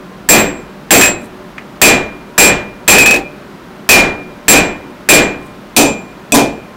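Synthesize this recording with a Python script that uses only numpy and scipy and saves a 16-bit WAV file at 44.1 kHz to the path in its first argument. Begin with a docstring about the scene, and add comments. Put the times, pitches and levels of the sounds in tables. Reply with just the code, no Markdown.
"""A small forge, one microphone so close to the anvil that every blow overloads it. A blower runs behind.
The smith hammers a hot iron rod eight times on the anvil face: steel rings and the workshop booms.
After the second and fifth blows the hammer is let down to bounce; the rod slides and ticks in two pauses.
Last come two blows on a post standing on the anvil: it booms, and its base plate slaps the face."""
import sys
import numpy as np
from scipy import signal
from scipy.fft import rfft, irfft
from scipy.io import wavfile

SR = 44100
rng = np.random.default_rng(int(sys.argv[2]) if len(sys.argv) > 2 else 0)


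def master(y):
    """Save y as 16-bit WAV."""
    cut = np.clip(np.atleast_2d(y).T, -1, 1)
    pcm = np.round(cut * 32767)  # scale
    wavfile.write(sys.argv[1], SR, pcm.astype(np.int16))


N = 298116
AGE = np.arange(SR) / SR  # seconds since a contact

# Blows on the face. Each row: start in seconds, thud in dB, contact in dB (how solidly the blow
# carries through the rod into the anvil), hammer ring in dB.
FACE_BLOWS = [(0.2888, 0.5, -6.5, 9.5), (0.9069, 1.5, -7, 9), (1.8156, 1, 0, 12.5), (2.3795, 0, 0, 14.5),
              (2.8786, -0.5, 0, 13.5), (3.8905, 2, 3.5, 8), (4.4817, 2, -1.5, 16), (5.0885, 2, -1.5, 13.5)]
# The hammer let down. Each row: first and last contact in seconds, ratio of a gap to the one before,
# number of contacts, then the first contact's thud, clash, anvil ring and hammer ring in dB.
HAMMER_DROPS = [(1.011, 1.079, 0.94, 4, -23.5, -2, -17.5, 1.5),
                (2.983, 3.161, 0.64, 5, -6.5, 0.5, -9.5, -3.5)]
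# The rod slides over scale. Each row: start in seconds, length in seconds, level in dB.
ROD_SLIDES = [(1.168, 0.14, -47.5), (5.34, 0.23, -53)]
# The rod is set down or turned. Each row: start in seconds, level in dB.
ROD_TICKS = [(1.5807, -17.5), (1.763, -40)]
# Blows on the post. Each row: start and lag of the plate's slap in seconds, then thud, clash,
# anvil ring, post boom, post ring and clink in dB.
POST_BLOWS = [(5.7645, 0.0002, 0.5, 2.5, -6.5, -1, -2.5, -25),
              (6.3214, 0.021, -0.5, -2.5, -10.5, 2, -14.5, -8.5)]

# What rings. Each row: pitch in Hz, relative level in dB, seconds to fall 60 dB before any damping
# factor, share of the ring that wavers through the room.
ROOM_MODES = [(221, -32.5, 0.73, 0.24), (293.7, -9.5, 0.65, 0.64), (366.8, -13.5, 0.73, 0.95),
              (408, -20, 0.25, 0.61), (488.3, -11, 0.57, 0.19), (597.6, -12, 0.54, 0.42),
              (790.5, -8, 0.38, 1)]
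KNOCK_MODES = [(1768, 11.3, 0.019, .2)]
ROD_MODES = [(2760, -8.5, .25, .8), (3116, -17.5, 0.14, .8), (3430, -16.5, 0.35, 0.56),
             (3965, -14, 0.37, .8), (4320, -11, 0.27, 1), (5200, -21.5, .22, .8), (9065, -23, 0.14, 0.95)]
ANVIL_MODES = [(2405, 0, .55, .3), (2541, 1, .42, .6), (6045, -11, .33, .5), (6648, -19, .36, .6),
               (7360, -17, .33, .6)]
HAMMER_MODES = [(7250, -13, .22, .7), (7596, 0, .26, .5), (10325, -21, .2, .7), (13095, -19, .18, .6),
                (14280, -15, .2, .4)]
POST_BOOM_MODES = [(140, -12, .4, .6), (232, 0, .3, .45), (280, 2, .36, .35), (442, -9, .4, .6),
                   (474, -13, .45, .6), (585, -10, .38, .7), (696, -7, .3, .7), (785, -12, .4, .7),
                   (1010, -7, .25, .6)]
POST_RING_MODES = [(3252, -16, .2, .7), (3480, -14, .22, .7), (4974, -8, .1, .7), (6045, -2, .24, .5),
                   (6640, -11, .25, .7), (7364, -2, .38, .5), (7930, -10, .2, .6), (8608, -3, .24, .6),
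                   (11000, -7, .13, .7), (13610, -7, .16, .6), (14900, -7, .11, .6)]
POST_CLINK_MODES = [(646, -2, .12, .4), (2555, 0, .1, .3), (3460, -4, .11, .5), (5780, -6, .08, .3),
                    (7610, -7, .1, .5), (7930, -2, .13, .4), (8550, 0, .1, .5), (11400, -7, .07, .6)]
PLATE_MODES = [(1004, 7, 0.2, 0.24)]

# The colour of each noise at the microphone. Each row: frequency in Hz, relative density in dB.
BLOWER_SPECTRUM = [(20, -24.5), (50, -3), (75, -16), (120, -6.5), (190, 3), (270, -2), (450, -6),
                   (700, -9.5), (1400, -11.5), (2260, -18.5), (4000, -25), (8000, -35.5), (12000, -38),
                   (16000, -38)]
THUD_SPECTRUM = [(25, -16), (55, -9), (85, -14), (130, -6.5), (220, 1), (400, 2), (700, 0.5), (1100, -11.5),
                 (2000, -14.5), (5000, -26)]
CLASH_SPECTRUM = [(200, -4), (900, 1), (1300, -0.5), (1900, 6.5), (2500, 3.5), (3200, 1), (5000, -2),
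                  (7500, 0), (10000, -9), (16000, -7)]
TICK_SPECTRUM = [(300, -22), (900, -13), (1270, -6), (1600, -8), (1940, 0), (2520, -5), (3200, -18),
                 (5000, -28), (15000, -44)]
PLATE_SPECTRUM = [(200, -15), (900, 2), (1400, -20), (2500, -2.5), (4000, -1.5), (7500, -0.5), (10000, -5),
                  (16000, -8)]
# The blower's motor. Each row: pitch in Hz, level in dB.
MOTOR_TONES = [(51, -56), (112, -53.5), (200, -44), (371, -40.5), (595, -44.5), (957, -49.5), (1048, -47)]
# The workshop's echo. Each row: frequency in Hz, seconds to fall 60 dB before any damping factor.
ROOM_DECAY = [(60, 0.72), (200, 0.64), (500, 0.52), (1000, 0.51), (2000, 0.43), (4000, 0.33), (8000, 0.27),
              (15000, 0.2)]


def amp(db):
    """Decibels to gain."""
    return 10 ** (np.asarray(db) / 20)


def unit(x):
    """Scales to rms 1."""
    return x / np.sqrt(np.mean(abs(x) ** 2) + 1e-20)


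def curve_at(points, hz):
    """Joins points by straight lines on a log-frequency axis."""
    point_hz, value = np.transpose(points)
    return np.interp(np.log(hz + 1), np.log(point_hz), value)


def add(mix, start_s, sound):
    """Adds a sound into the mix at its start time."""
    part = mix[round(start_s * SR):][:len(sound)]
    part += sound[:len(part)]


def noise(spectrum, size):
    """Steady noise of rms 1 with the given spectrum."""
    hz = np.fft.rfftfreq(size, 1 / SR)
    return unit(irfft(rfft(rng.standard_normal(size)) * amp(curve_at(spectrum, hz)), size))


def waver(t, rate_hz):
    """A random complex gain of power 1, like the drifting sum of many reflections."""
    hz = rng.normal(0, rate_hz, (12, 1))
    knots = np.linspace(0, t[-1], len(t) // 100)
    paths = np.exp(2j * np.pi * (hz * knots + rng.random(hz.shape)))
    return np.interp(t, knots, unit(paths.sum(0)))


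def blower(air_db=-33.5):
    """In the background, a steady rush of air with a few unsteady motor tones."""
    t = np.arange(N) / SR
    hum = sum(amp(db) * (waver(t, 2.7) * np.exp(2j * np.pi * hz * t)).real for hz, db in MOTOR_TONES)
    return amp(air_db) * noise(BLOWER_SPECTRUM, N) + hum


def blow(start_s, thud_db, contact_db, hammer_db):
    """One full blow's contact: a solid one clashes harder and leaves the hammer duller and shorter."""
    clash_db = 7 + 0.25 * contact_db
    lift_db_per_octave = -6 - 2.1 * contact_db
    hammer_damping = max(1.164 + 0.0584 * contact_db, 0.1)
    return start_s, thud_db, clash_db, contact_db, hammer_db, lift_db_per_octave, hammer_damping


def burst(spectrum, rise_s, damping):
    """A short impact scattered by the workshop into dense echoes; the treble dies first."""
    hz, t, bands = signal.stft(noise(spectrum, SR), SR, nperseg=512)
    decay = amp(-60 * damping * t / curve_at(ROOM_DECAY, hz)[:, None])
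    echoes = signal.istft(bands * decay, SR, nperseg=512)[1][:SR]
    return echoes * (1 - np.exp(-AGE / rise_s))


def ring(modes, lift_db_per_octave=0, damping=1, waver_hz=9, build_s=0.003):
    """Dying modes; reflections build up and make each swell and sink at the microphone."""
    out = np.zeros(SR)
    for hz, db, t60, wet in modes:
        reflections = wet * waver(AGE, waver_hz) * (1 - np.exp(-AGE / build_s))
        paths = np.sqrt(1 - wet ** 2) + reflections
        level = amp(db + lift_db_per_octave * np.log2(hz / modes[0][0]) - 60 * damping * AGE / t60)
        out += level * (paths * np.exp(2j * np.pi * hz * AGE)).imag
    return out


def early_boost(db, length_s):
    """Strong motion and near reflections hold the level up at first, before the quiet tail."""
    return 1 + amp(db) * np.exp(-(AGE / length_s) ** 2)


def clash(direct_db, direct_s, damping):
    """Steel meets steel close by: a sharp direct crack, then its echoes."""
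    direct = amp(direct_db) * np.exp(-AGE / direct_s)
    return burst(CLASH_SPECTRUM, rise_s=0.00036, damping=damping) * (1 + direct)


def strike(contacts, anvil_modes, hammer_modes, direct_db, direct_s, room_damping,
           anvil_lift_db_per_octave, rod_db):
    """Each contact knocks and clashes; rod, anvil and hammer ring, the workshop's low resonances boom."""
    out = np.zeros(N)
    for start_s, thud_db, clash_db, anvil_db, hammer_db, hammer_lift, hammer_damping in contacts:
        thud = burst(THUD_SPECTRUM, rise_s=0.0035, damping=room_damping) + ring(ROOM_MODES)
        thud *= early_boost(db=-8.5, length_s=0.12)
        crack = clash(direct_db, direct_s, room_damping) + ring(KNOCK_MODES)
        crack += amp(rod_db) * ring(ROD_MODES, waver_hz=22)
        # a hammer pressed on the face damps the anvil too, except for its lowest mode
        lowest = ring(anvil_modes[:1], waver_hz=12)
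        upper = ring(anvil_modes[1:], anvil_lift_db_per_octave, max(hammer_damping, 1), waver_hz=12)
        anvil = (lowest + upper) * early_boost(db=4, length_s=0.11)
        hammer = ring(hammer_modes, hammer_lift, hammer_damping, waver_hz=8) * choke(start_s)
        steel = amp(clash_db) * crack + amp(anvil_db) * anvil + amp(hammer_db) * hammer
        add(out, start_s, amp(thud_db) * thud + steel)
    return out


def bounce(first_s, last_s, gap_ratio, count, *first_levels_db, lift_db_per_octave=-0.5):
    """The contacts of a bouncing hammer: each comes sooner, weaker and more damped than the last."""
    loss_db = np.array([4, 6, 4, 8])  # per bounce: thud, clash, anvil ring, hammer ring
    elapsed = np.cumsum([0] + [gap_ratio ** k for k in range(count - 1)])
    times = first_s + (last_s - first_s) * elapsed / elapsed[-1]
    for k, start_s in enumerate(times):
        levels_db = np.array(first_levels_db) - k * loss_db
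        hammer_damping = 0.83 + 0.4 * k
        yield start_s, *levels_db, lift_db_per_octave, hammer_damping


def off_centre(modes, favoured, db):
    """A bounce lands off centre and wakes one mode more than the rest."""
    return [(hz, level + db * (k == favoured), t60, wet) for k, (hz, level, t60, wet) in enumerate(modes)]


def choke(start_s, db_per_s=82):
    """Gain on the hammer's ring, falling once it lies still on the face after its last bounce."""
    rests = [last_s for _, last_s, *_ in HAMMER_DROPS if last_s >= start_s]
    return amp(-db_per_s * sum(np.maximum(start_s + AGE - rest_s, 0) for rest_s in rests))


def rod_handling():
    """Small dull ticks and a faint gritty slide as the rod is moved between blows."""
    out = np.zeros(N)
    tick_decay = np.exp(-AGE / 0.0044) + 0.18 * np.exp(-AGE / 0.035)
    tick_rise = 1 - np.exp(-AGE / 0.0006)
    for start_s, db in ROD_TICKS:
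        add(out, start_s, amp(db) * noise(TICK_SPECTRUM, SR) * tick_decay * tick_rise)
    for start_s, length_s, db in ROD_SLIDES:
        size = round(length_s * SR)
        hiss = noise([(3000, -25), (8000, 8), (14500, -4)], size)
        grit = abs(waver(AGE[:size], rate_hz=61))
        add(out, start_s, amp(db) * hiss * grit * np.hanning(size))
    return out


def post():
    """The post cracks, clinks and booms under the hammer; then its base plate slaps the anvil."""
    out = np.zeros(N)
    for start_s, lag_s, thud_db, clash_db, anvil_db, boom_db, ring_db, clink_db in POST_BLOWS:
        crack = amp(2) * noise(PLATE_SPECTRUM, SR) * np.exp(-AGE / 0.0015)
        boom = amp(boom_db) * ring(POST_BOOM_MODES) * (1 - np.exp(-AGE / 0.026))
        steel = amp(anvil_db) * ring(ANVIL_MODES) + amp(ring_db) * ring(POST_RING_MODES)
        clink = amp(clink_db) * ring(POST_CLINK_MODES)
        add(out, start_s, crack + boom + steel + clink)
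        thud = amp(thud_db) * burst(THUD_SPECTRUM, rise_s=0.0075, damping=1.16)
        slap = amp(clash_db) * burst(PLATE_SPECTRUM, rise_s=0.0004, damping=1.15)
        clonk = amp(clink_db) * ring(PLATE_MODES)
        add(out, start_s + lag_s, thud + slap + clonk)
    return out


def scene():
    """The forge from beside the anvil. There is one microphone, so both channels are alike."""
    heavy = [blow(*row) for row in FACE_BLOWS]
    light = [contact for row in HAMMER_DROPS for contact in bounce(*row)]
    blows = strike(heavy, ANVIL_MODES, HAMMER_MODES, direct_db=8.5, direct_s=0.0037,
                   room_damping=1.003, anvil_lift_db_per_octave=1, rod_db=-4)
    anvil_modes = off_centre(ANVIL_MODES, favoured=1, db=7.5)
    hammer_modes = off_centre(HAMMER_MODES, favoured=0, db=11.5)
    bounces = strike(light, anvil_modes, hammer_modes, direct_db=7, direct_s=0.0022,
                     room_damping=1.8, anvil_lift_db_per_octave=-16.5, rod_db=-9)
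    mono = blows + bounces + post() + rod_handling() + blower()
    return np.array([mono, mono])


def record(dry, ceiling=0.72, band_limit_hz=15850):
    """This close, the input clips flat on every blow; the band limit rounds the corners into ripples."""
    clipped = np.clip(dry, -ceiling, ceiling)
    lowpass = signal.firwin(255, band_limit_hz, window=("kaiser", 8), fs=SR)
    return signal.oaconvolve(clipped, lowpass[None], "same")


dry = scene()
out = record(dry)
master(out)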